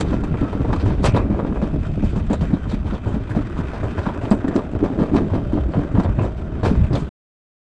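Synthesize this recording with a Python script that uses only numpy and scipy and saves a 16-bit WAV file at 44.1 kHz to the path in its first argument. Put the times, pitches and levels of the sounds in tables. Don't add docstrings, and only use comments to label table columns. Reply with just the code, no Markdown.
import sys
import numpy as np
from scipy import signal
from scipy.io import wavfile

SR = 44100
rng = np.random.default_rng(int(sys.argv[2]) if len(sys.argv) > 2 else 0)


def materialize(psi):
    bounded = np.clip(np.atleast_2d(psi).T, -1, 1)
    quanta = np.round(bounded * 32767).astype(np.int16)
    wavfile.write(sys.argv[1], SR, quanta)


N = 335589

# (t/s, level/dB, struck pitch f/Hz)
BLOWS = [(0.03, -21, 313), (0.084, -17, 132), (0.12, -10, 220), (0.309, -9.5, 165), (0.34, -12.5, 160),
         (0.411, -5, 147.5), (0.513, -14.5, 107), (0.596, -6, 127), (0.686, -6, 119), (0.724, -10.5, 206),
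         (0.825, -4, 98), (0.855, -6.5, 101), (0.907, -7.5, 141), (1.041, -7.5, 164), (1.077, -5, 117),
         (1.133, -3, 93.5), (1.299, -8.5, 227), (1.385, -15.5, 310), (1.515, -13, 212), (1.626, -10, 220),
         (1.729, -9.5, 149), (1.86, -11.5, 124), (1.969, -9.5, 117), (2.028, -7, 199), (2.118, -12, 112.7),
         (2.163, -8.5, 180), (2.201, -11, 95), (2.304, -4.5, 202), (2.418, -6, 166), (2.496, -12, 107),
         (2.532, -5.5, 184), (2.658, -16, 94), (2.731, -9, 180), (2.846, -10, 99.4), (2.924, -9.5, 200),
         (3.061, -6, 110), (3.103, -14, 121), (3.141, -8, 213), (3.204, -16, 115), (3.301, -12, 102),
         (3.365, -7.5, 210), (3.589, -7, 157), (3.827, -6, 108), (3.977, -8.5, 92.5), (4.068, -9, 202),
         (4.222, -11, 120), (4.312, -3, 223), (4.333, -11, 296), (4.444, -11, 303), (4.485, -10.5, 304),
         (4.556, -2.5, 339), (4.584, -16, 298), (4.743, -9, 88.5), (4.827, -3, 353), (4.853, -17, 214),
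         (4.987, -5.5, 272), (5.014, -4.5, 204), (5.115, -10, 328), (5.135, -3, 234), (5.158, -7.5, 262),
         (5.202, -13, 190), (5.313, -5.5, 94), (5.337, -8, 232), (5.361, -15.5, 285), (5.532, -9, 290),
         (5.564, -9.5, 247), (5.745, -10, 103), (5.77, -4, 149), (5.939, -3, 112), (5.983, -2.5, 220),
         (6.047, -10, 96), (6.179, -3.5, 123), (6.206, -5, 105), (6.246, -12, 240), (6.629, -5, 107.7),
         (6.658, -3.5, 91), (6.712, -4.5, 209.5), (6.769, -14, 122), (6.82, -26, 96.5), (6.905, -6, 131),
         (6.932, -2, 128), (6.975, -15, 201), (7.016, -11, 152)]
# (f/Hz, level/dB, time to fall 60 dB t60/s)
HULL_MODES = [(110.2, -8, 0.2), (124, -5.5, 0.043), (166.8, 3.5, 0.025), (208.7, -2.5, 0.1),
              (233.3, -0.5, 0.063), (287.2, 5.5, 0.056), (348.5, 0, 0.047), (399, -6.5, 0.064),
              (515, -10, 0.013), (630, -8, 0.0069)]
# (t/s, rumble level/dB, hull drone level/dB)
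RUN_LEVELS = [(0.05, -16.5, -15), (0.33, -25, -27.5), (1.02, -19, -25), (1.5, -22.5, -23.5),
              (2.0, -18.5, -37.5), (2.45, -20.5, -35.5), (2.76, -23, -40), (3.21, -26.5, -35.5),
              (3.5, -25, -33), (3.81, -25.5, -31.5), (5.09, -34, -24.5), (5.37, -19, -25.5),
              (5.75, -25.5, -28.5), (6.08, -17, -27.5), (6.35, -25, -34.5), (6.57, -28, -27.5),
              (6.84, -14, -38), (6.9, -26, -33)]
# (t/s, level/dB, treble share level/dB, length/ms, struck pitch f/Hz)
CLATTERS = [(0.008, -15.5, -12, 10, 514), (0.083, -20, -25.5, 14, 495), (0.129, -16, -27, 18, 603),
            (0.237, -20.5, -22.5, 15, 750), (0.342, -14, -44, 10, 482), (0.377, -32, -32.5, 13, 800),
            (0.428, -21, -46.5, 38, 598), (0.53, -18, -32.5, 12, 640), (0.546, -31, -29.5, 7, 1100),
            (0.607, -27.5, -47.5, 13, 540), (0.647, -20, -33.5, 12, 710), (0.687, -24.5, -36.5, 15, 525),
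            (0.704, -21.5, -42, 8, 1000), (0.73, -15, -21, 11, 880), (0.762, -23, -21, 12, 1000),
            (0.798, -20.5, -24, 26, 476), (0.841, -24, -22.5, 73, 563), (0.862, -21, -32, 8, 1100),
            (0.906, -20.5, -29, 6.6, 744), (1.032, -21, -26, 12, 700), (1.041, -7, -21.5, 12, 600),
            (1.05, -14, -17, 19, 804), (1.056, -7.5, -20, 21, 530), (1.147, -9, -33.5, 35, 550),
            (1.167, -12.5, -23, 9.8, 730), (1.201, -24, -35, 7.3, 1050), (1.314, -20.5, -40, 120, 520),
            (1.392, -13.5, -41, 12, 550), (1.449, -17, -55, 3.3, 533), (1.476, -35, -39, 13, 581),
            (1.525, -17.5, -51, 3.5, 482), (1.56, -18, -57, 15.6, 571), (1.617, -16, -33, 35, 540),
            (1.828, -34, -23, 14, 900), (1.853, -36, -29, 9.8, 576), (2.022, -30, -20, 13, 800),
            (2.043, -30, -15.5, 22, 686), (2.09, -45, -6.5, 26, 592), (2.159, -23, -26, 30, 685),
            (2.194, -26, -23, 10, 490), (2.299, -18, -29, 40, 482), (2.332, -14.5, -20.5, 10.3, 590),
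            (2.41, -21, -20, 19, 650), (2.437, -22, -22, 11, 530), (2.528, -22.5, -26, 18, 480),
            (2.569, -29, -35, 4.5, 900), (2.656, -29.5, -34, 14, 875), (2.694, -31, -14, 17, 600),
            (2.716, -21, -24, 17, 570), (2.742, -27, -16, 14, 500), (2.858, -30, -21, 56, 800),
            (2.934, -22.5, -27, 22, 600), (3.059, -28, -23.5, 53, 915), (3.144, -28.5, -19.5, 20, 654),
            (3.294, -25.5, -23, 29, 825), (3.35, -20.5, -28.5, 33, 614), (3.415, -32.5, -21, 14, 1000),
            (3.568, -24.5, -26.5, 43, 950), (3.689, -32.5, -21, 10, 1000), (3.734, -20, -29, 33, 610),
            (3.832, -17, -35, 29, 543), (3.909, -42, -16, 19, 600), (3.981, -16, -29, 20, 660),
            (4.031, -29, -24, 13, 630), (4.057, -23, -27, 7.5, 1150), (4.065, -17, -32, 6.1, 969),
            (4.089, -18.5, -37, 18, 886), (4.148, -28.5, -39, 30, 643), (4.158, -27, -33, 8, 1300),
            (4.216, -23.5, -29, 83, 573), (4.236, -30, -37, 47, 604), (4.313, -6.5, -29.5, 13.8, 585),
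            (4.443, -17, -50.5, 12, 482), (4.482, -22.5, -20, 8.9, 506), (4.51, -20.5, -37.5, 36, 580),
            (4.562, -12.5, -21.5, 7.2, 525), (4.579, -16.5, -34, 25, 515), (4.752, -19, -46, 15, 486),
            (4.825, -32, -29, 13, 500), (4.842, -15.5, -33, 29, 600), (4.99, -13.5, -35.5, 51, 494),
            (5.027, -15.5, -35.5, 16, 482), (5.101, -36, -26, 8, 900), (5.144, -20, -29.5, 14, 830),
            (5.161, -10.5, -26.5, 14, 540), (5.183, -10.5, -33, 8.6, 490), (5.302, -26, -34, 30, 900),
            (5.336, -16, -31.5, 29, 510), (5.363, -23, -38, 16, 651), (5.523, -23.5, -29, 24, 650),
            (5.575, -18, -44, 13, 534), (5.629, -47, -31, 7, 900), (5.737, -15, -38, 29, 560),
            (5.779, -27, -27, 60, 549), (5.957, -18.5, -37, 41, 660), (5.999, -12, -29, 10, 637),
            (6.036, -33, -12, 11, 600), (6.047, -15.5, -42, 17, 620), (6.121, -32.5, -34, 10, 1000),
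            (6.189, -14, -38.5, 12, 595), (6.216, -16.5, -29, 41, 610), (6.244, -19.5, -32.5, 14, 605),
            (6.368, -37.5, -16, 27, 560), (6.632, -12.5, -31, 51, 497), (6.651, -11.5, -23.5, 34, 511),
            (6.696, -26, -30.5, 22, 482), (6.813, -26, -34, 35, 600), (6.93, -17.5, -28, 21, 571),
            (6.953, -15.5, -22, 19, 540), (6.988, -34, -13, 36, 912)]
# (f/Hz, level/dB, t60/s)
PART_MODES = [(461, -8, 0.051), (620, 6, 0.009), (806, -12.5, 0.012), (905, 0, 0.017), (994, -2.5, 0.028),
              (1153, -0.5, 0.014), (1358, -15, 0.037), (1606, -9, 0.026)]
# (f/Hz, level/dB per Hz)
MIDDLE_RASP = [(900, -8), (1600, 12), (2000, -5.5), (2400, 0), (3200, -5.5), (5000, -30)]
# (f/Hz, level/dB per Hz)
BRIGHT_RASP = [(2200, -17.5), (3700, 4.5), (5500, -5), (6800, -14.5), (8000, 14), (9800, -16.5),
               (11500, -26), (14000, -14.5), (16000, -10)]
# (f/Hz, width/Hz, lift above the driving sound/dB)
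STEEL_MODES = [(1550, 120, 2), (2370, 70, 7), (2540, 90, 6), (3100, 70, 7), (3680, 50, 5), (5140, 40, 5),
               (5720, 30, 6), (5945, 25, 7), (7430, 200, 4)]
# (t/s, level/dB, f/Hz, length/s)
STRIKES = [(0.339, -41, 2020, 0.015), (0.372, -38.5, 2280, 0.01), (0.62, -49, 2300, 0.025),
           (0.729, -23, 1290, 0.02), (1.052, -27.5, 8000, 0.049), (1.065, -39, 2550, 0.17),
           (1.071, -33, 2375, 0.13), (1.096, -41, 2540, 0.14), (1.141, -31, 2500, 0.082),
           (1.168, -34, 2500, .08), (1.165, -34, 3700, 0.03), (1.85, -36, 1360, 0.036),
           (2.33, -38, 3880, 0.049), (2.332, -36, 7360, 0.025), (2.414, -59, 7450, 0.13),
           (2.54, -43, 3900, .05), (2.711, -39, 3800, .04), (2.952, -42, 3320, 0.055),
           (3.308, -33, 1680, 0.038), (3.527, -44, 1860, 0.045), (3.91, -40, 2400, 0.022),
           (3.975, -32.5, 1680, 0.043), (4.032, -42, 3840, .02), (4.052, -33.5, 1220, 0.022),
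           (4.066, -43.5, 3930, 0.051), (4.086, -44, 3270, .03), (4.133, -50, 3300, .03),
           (4.214, -45, 2650, 0.018), (4.251, -42.5, 2820, .02), (4.307, -35, 7930, 0.067),
           (4.311, -39.5, 4730, 0.022), (4.481, -33, 1780, 0.046), (4.482, -51, 7440, 0.026),
           (4.522, -36.5, 1780, 0.04), (4.554, -44, 7800, 0.069), (4.762, -55, 3130, .06),
           (5.167, -37.5, 3820, .04), (5.176, -54, 5610, 0.025), (5.72, -51, 4470, 0.026),
           (5.734, -41, 2820, 0.044), (5.951, -44, 2990, 0.041), (6.05, -43.5, 3480, 0.018),
           (6.193, -35.5, 2550, 0.04), (6.25, -48, 3770, 0.023), (6.634, -42, 3280, .02),
           (6.66, -40.5, 3410, .03), (6.853, -54, 4030, 0.023), (6.93, -38.5, 4830, 0.02),
           (6.953, -43.5, 6800, .02), (6.954, -36, 3430, 0.019), (6.977, -47, 8350, .05)]
# (t/s, level/dB, treble lift/dB)
HISS_LEVELS = [(0.1, -37, 7.5), (0.27, -39.5, 7.5), (0.65, -39.5, 7.5), (1.39, -41.5, 3.5),
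               (1.8, -42.5, 9.5), (2.83, -41.5, 6.5), (3.4, -38.5, 5.5), (3.9, -36.5, 6), (4.4, -37.5, 3.5),
               (4.65, -42.5, 6), (5.16, -42, 7.5), (5.57, -42.5, 6), (6.08, -39.5, 3.5), (6.31, -46.5, 7.5),
               (6.56, -41, 4), (6.8, -39.5, 6.5), (6.9, -41.5, 5.5)]
# (f/Hz, level/dB per Hz)
HISS_COLOUR = [(180, -20.5), (300, 9), (422, -21), (494, -16), (611, -12.5), (746, -14.5), (1610, -6.5),
               (1910, -21), (2920, -26), (5870, -52.5), (7810, -40), (9000, -43.5), (11700, -86),
               (19800, -120)]
# (t/s, f/Hz, level/dB)
WHEEL_SONG = [(.36, 1370, -48), (.44, 1300, -37.5), (.55, 1312, -44), (.67, 1363, -50), (.74, 1320, -82.5)]
# (t/s, level/dB)
HOLLOW_LEVELS = [(0.05, -45), (1, -40.5), (1.7, -41.5), (2.2, -47), (3.2, -49.5), (4.2, -39.5), (4.6, -38),
                 (5.2, -39), (5.5, -37.5), (5.8, -39), (6.2, -41), (6.6, -42), (7, -45)]
# (f/Hz, level/dB, t60/s)
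TROUGH_MODES = [(440, -5, .03), (570, 0, .05), (625, 2, .05), (720, -5, .025)]
# (f/Hz, level/dB per Hz)
RUMBLE_COLOUR = [(15, -5), (25, -5), (45, 2.5), (75, 3), (100, -7), (120, -3), (200, -8.5), (400, -56)]

SHUDDER_DB, SHUDDER_MS = -13, 18
BONG_DB, BONG_RISE_CYCLES, BONG_CYCLES = -8, 0.6, 3.2
HUM_DB, HUM_RISE_MS, HUM_MS = -14.5, 4.1, 25
LUMPS_DB, LUMPS_PER_S = 2, 7
MIDDLE_DB, MIDDLE_FOLLOWS = -1, 0.81
CRACK_DB, CRACK_MS = -3, 1.6
SNAP_DB, SNAP_MS = -7.5, 2.6
SOFTEN_MS, PEAK_AFTER = 5.6, 0.2
STEEL_WANDER_DB = 3.5
PING_SCRAPE_MS, PING_FIRST = 6.5, 0.5
PING_RING_CYCLES, PING_SPREAD = 50, 0.03
TICKS_PER_S, TICK_DB, TICK_T60_S = 25, -11, 0.005
HOLLOW_BLOW_DB, HOLLOW_MS = -32.5, 19
THUD_DB, THUD_HZ, THUD_RISE_MS, THUD_MS = -29, 126.7, 50, 45
TAIL_SHAPE = 0.97
STOP_S, CAPSULE_HZ, CUTOFF_HZ = 7.0915, 9460, 15000


def from_db(db):
    return np.exp(np.asarray(db) * (np.log(10) / 20))


def rms_one(x):
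    return x / np.sqrt(np.mean(x ** 2) + 1e-20)


def lowpass(x, order, hz):
    return signal.sosfilt(signal.butter(order, hz, fs=SR, output="sos"), x)


def in_time(rows):
    s, *columns = np.transpose(rows)
    return [np.interp(np.arange(N) / SR, s, column) for column in columns]


def drift(rate):
    r = np.exp(-80 * np.pi * rate / SR)
    noise = rng.standard_normal(N // 40 + 2002)
    slow = signal.lfilter([1], [1, -2 * r, r * r], noise)[2000:]
    return np.interp(np.arange(N) / 40, np.arange(len(slow)), rms_one(slow))


def ring(clicks, hz, t60):
    r, w = from_db(-60 / (t60 * SR)), 2 * np.pi * hz / SR
    return signal.lfilter([0, np.sin(w)], [1, -2 * r * np.cos(w), r * r], clicks + 1e-18)


def nearness(hz, pitch, width_oct):
    return np.exp(-.5 * (np.log2(hz / pitch) / width_oct) ** 2)


def coloured(source, spectrum, patchy_db):
    out = 0
    edges = 14 * 2 ** np.arange(0, 10.4, .4)
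    hz, db = np.transpose(spectrum)
    for k, (low, high) in enumerate(zip(edges, edges[1:])):
        middle = np.log(low * high) / 2
        level_db = np.interp(middle, np.log(hz), db, left=-200, right=-200)
        if level_db > -150:
            band_filter = signal.butter(2, [low, high], "band", fs=SR, output="sos")
            band = signal.sosfilt(band_filter, source[k % 2])
            out = out + from_db(level_db + patchy_db * drift(12)) * band
    return rms_one(out)


def grit(per_s, spread_db):
    sizes = from_db(spread_db * np.minimum(rng.exponential(1, (2, N)), 5))
    sizes = sizes * rng.choice([-1, 1], (2, N))
    return sizes * (rng.random((2, N)) < per_s / SR) + 1e-18


def bursts(times, gains, rises_ms, lengths_ms):
    power = np.zeros(N + SR)
    t_ms = np.arange(SR // 4) / SR * 1000
    for s, gain, rise, ms in np.broadcast(times, gains, rises_ms, lengths_ms):
        ms = max(ms, 3)
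        u = t_ms[t_ms < 4 * ms]
        swell = (1 - np.exp(-u / max(rise, .5))) ** 2
        shape = swell * np.exp(-(u / ms) ** TAIL_SHAPE)
        power[max(round(s * SR), 0):][:len(u)] += (gain * shape / shape.max()) ** 2
    return np.sqrt(power[:N])


def steel(x):
    out = x.copy()
    for hz, width, db in STEEL_MODES:
        r = np.exp(-np.pi * width / SR)
        feedback = [1, -2 * r * np.cos(2 * np.pi * hz / SR), r * r]
        resonance = signal.lfilter((1 - r * r) / 2 * np.array([1, 0, -1]), feedback, x)
        out += (from_db(db) - 1) * from_db(STEEL_WANDER_DB * drift(3) - 1.5) * resonance
    return out


def knocks(width_oct=0.19, blow_db=-7, bounces_per_s=300, soft_hz=900):
    s, peak_db, pitch = np.transpose(BLOWS)
    at, out = np.round(s * SR).astype(int), np.zeros(N)
    bounce = rng.standard_normal((2, N)) * (rng.random((2, N)) < bounces_per_s / SR)
    signs = rng.choice([-1, 1], len(s))
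    for k, (hz, level_db, t60) in enumerate(HULL_MODES):
        strength = from_db(peak_db + level_db) * (0.0085 + nearness(hz, pitch, width_oct))
        clicks = bounce[k % 2] * bursts(s, strength * from_db(SHUDDER_DB), 2.1, SHUDDER_MS)
        np.add.at(clicks, at, from_db(blow_db) * strength * signs)
        out += ring(clicks, hz, t60)
    return lowpass(out, 4, soft_hz)


def bongs():
    out, t = np.zeros(N + SR), np.arange(SR // 8) / SR
    for (s, db, hz), (phase, sag) in zip(BLOWS, rng.random((len(BLOWS), 2))):
        cycles = t * hz
        swell = (1 - np.exp(-cycles / BONG_RISE_CYCLES)) ** 2
        shape = swell * np.exp(-(cycles / BONG_CYCLES) ** 2)
        wave = np.sin(2 * np.pi * (cycles * (1 - sag * cycles / 60) + phase))
        out[round(s * SR):][:len(t)] += from_db(db + BONG_DB) * shape / shape.max() * wave
    return out[:N]


def hull_drone(level_db):
    s, peak_db, _ = np.transpose(BLOWS)
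    steady = from_db(level_db + LUMPS_DB * drift(LUMPS_PER_S) - 1.0)
    level = np.hypot(steady, bursts(s, from_db(peak_db + HUM_DB), HUM_RISE_MS, HUM_MS))
    rough = grit(400, spread_db=3.5)
    modes = np.zeros(N)
    for k, (hz, db, t60) in enumerate(HULL_MODES):
        modes += from_db(db + 2.35 * drift(27.0)) * ring(rough[k % 2], hz, t60)
    return level * rms_one(modes)


def rattles(low_db=-21, mid_db=-5, high_db=-5, width_oct=0.28, tap_db=13):
    s, peak_db, treble_db, ms, pitch = np.transpose(CLATTERS)
    at = np.round(s * SR).astype(int)
    rise = 0.12 * ms
    shower, contacts = grit(9000, spread_db=3.0), grit(1500, spread_db=3.5)
    signs = rng.choice([-1, 1], len(s))
    low = np.zeros(N)
    for k, (hz, level_db, t60) in enumerate(PART_MODES):
        strength = from_db(peak_db + level_db + low_db) * (0.34 + nearness(hz, pitch, width_oct))
        crack = bursts(s, strength * from_db(CRACK_DB), 0.71, CRACK_MS)
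        clicks = contacts[k % 2] * np.hypot(bursts(s, strength, rise, ms), crack)
        np.add.at(clicks, at, from_db(tap_db) * strength * signs)
        low += ring(clicks, hz, t60)
    low = lowpass(low, 2, 2200)

    rasp = from_db(peak_db + MIDDLE_DB + MIDDLE_FOLLOWS * treble_db + mid_db)
    crack = bursts(s, rasp * from_db(CRACK_DB), .5, CRACK_MS)
    mid = np.hypot(bursts(s, rasp, rise, ms), crack) * coloured(shower, MIDDLE_RASP, patchy_db=2.0)

    swell = bursts(s, from_db(peak_db + treble_db + high_db), PEAK_AFTER * ms, 0.8 * ms)
    r = np.exp(-1000 / (max(SOFTEN_MS, 1) * SR))
    swell = signal.lfilter([1 - r], [1, -r], swell[::-1])[::-1]
    snap = bursts(s, from_db(peak_db + treble_db + SNAP_DB), .5, SNAP_MS)
    high = np.hypot(swell, snap) * coloured(shower, BRIGHT_RASP, patchy_db=3.0)
    return low + steel(mid + high)


def pings():
    out, t = np.zeros(N + SR), np.arange(SR // 8) / SR
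    for s, db, hz, length in STRIKES:
        scrape = rng.standard_normal(len(t)) ** 3
        scrape *= np.exp(-t / max(PING_SCRAPE_MS / 1000, length / 2.4))
        touch = scrape / np.sqrt(np.sum(scrape ** 2)) + PING_FIRST * (t == 0)
        t60 = min(length / 2, PING_RING_CYCLES / hz)
        modes = sum(ring(touch, hz * (1 + side * PING_SPREAD), t60) for side in (-1, 0, 1))
        out[round(s * SR):][:len(t)] += from_db(db) * modes
    out = out[:N]
    hiss_db, _ = in_time(HISS_LEVELS)
    ticks = from_db(hiss_db + TICK_DB) * grit(TICKS_PER_S, spread_db=-1.5)[0]
    dealt = rng.integers(0, len(STEEL_MODES), N)
    for k, (hz, _, _) in enumerate(STEEL_MODES):
        weight = min(2400 / hz, 1) ** 3
        out += weight * ring(ticks * (dealt == k), hz, TICK_T60_S)
    return out


def rolling():
    level_db, bright_db = in_time(HISS_LEVELS)
    contacts = grit(6000, spread_db=3.0) + 3.5 * grit(700, spread_db=3.0)
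    hiss = steel(coloured(contacts, HISS_COLOUR, patchy_db=1.6))
    bright = signal.sosfilt(signal.butter(2, 2800, "high", fs=SR, output="sos"), hiss)
    shake = from_db(2.2 * drift(45))
    return from_db(level_db) * shake * (hiss + (from_db(bright_db) - 1) * bright)


def squeal():
    hz, db = in_time(WHEEL_SONG)
    waver_db, waver_hz = 3.0 * drift(50), 24 * drift(60)
    return from_db(db + waver_db) * np.sin(2 * np.pi * np.cumsum(hz + waver_hz) / SR)


def hollow():
    s, peak_db, _ = np.transpose(BLOWS)
    swells = bursts(s, from_db(peak_db + HOLLOW_BLOW_DB), 4.3, HOLLOW_MS)
    level = np.hypot(from_db(in_time(HOLLOW_LEVELS)[0]), swells)
    bumps = grit(350, spread_db=3.5)
    modes = np.zeros(N)
    for k, (hz, db, t60) in enumerate(TROUGH_MODES):
        modes += from_db(db) * ring(bumps[k % 2], hz, t60)
    return level * rms_one(modes)


def rumble(level_db):
    s, peak_db, pitch = np.transpose(BLOWS)
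    depth = 1 / (1 + (pitch / THUD_HZ) ** 4)
    thuds = bursts(s, from_db(peak_db + THUD_DB) * depth, THUD_RISE_MS, THUD_MS)
    level = np.hypot(from_db(level_db + LUMPS_DB * drift(LUMPS_PER_S) - 2.0), thuds)
    return level * coloured(rng.standard_normal((2, N)), RUMBLE_COLOUR, patchy_db=2.5)


def scene():
    rumble_db, drone_db = in_time(RUN_LEVELS)
    blows = knocks() + bongs() + hull_drone(drone_db)
    details = rattles() + pings() + rolling() + squeal()
    background = hollow() + rumble(rumble_db)
    return (blows + details + background)[None]


def record(dry):
    kept = np.clip((STOP_S - np.arange(N) / SR) / .001, 0, 1)
    dull = lowpass(np.tanh(dry), 4, CAPSULE_HZ)
    return signal.sosfilt(signal.cheby2(12, 70, CUTOFF_HZ, fs=SR, output="sos"), dull * kept)


dry = scene()
out = record(dry)
materialize(out)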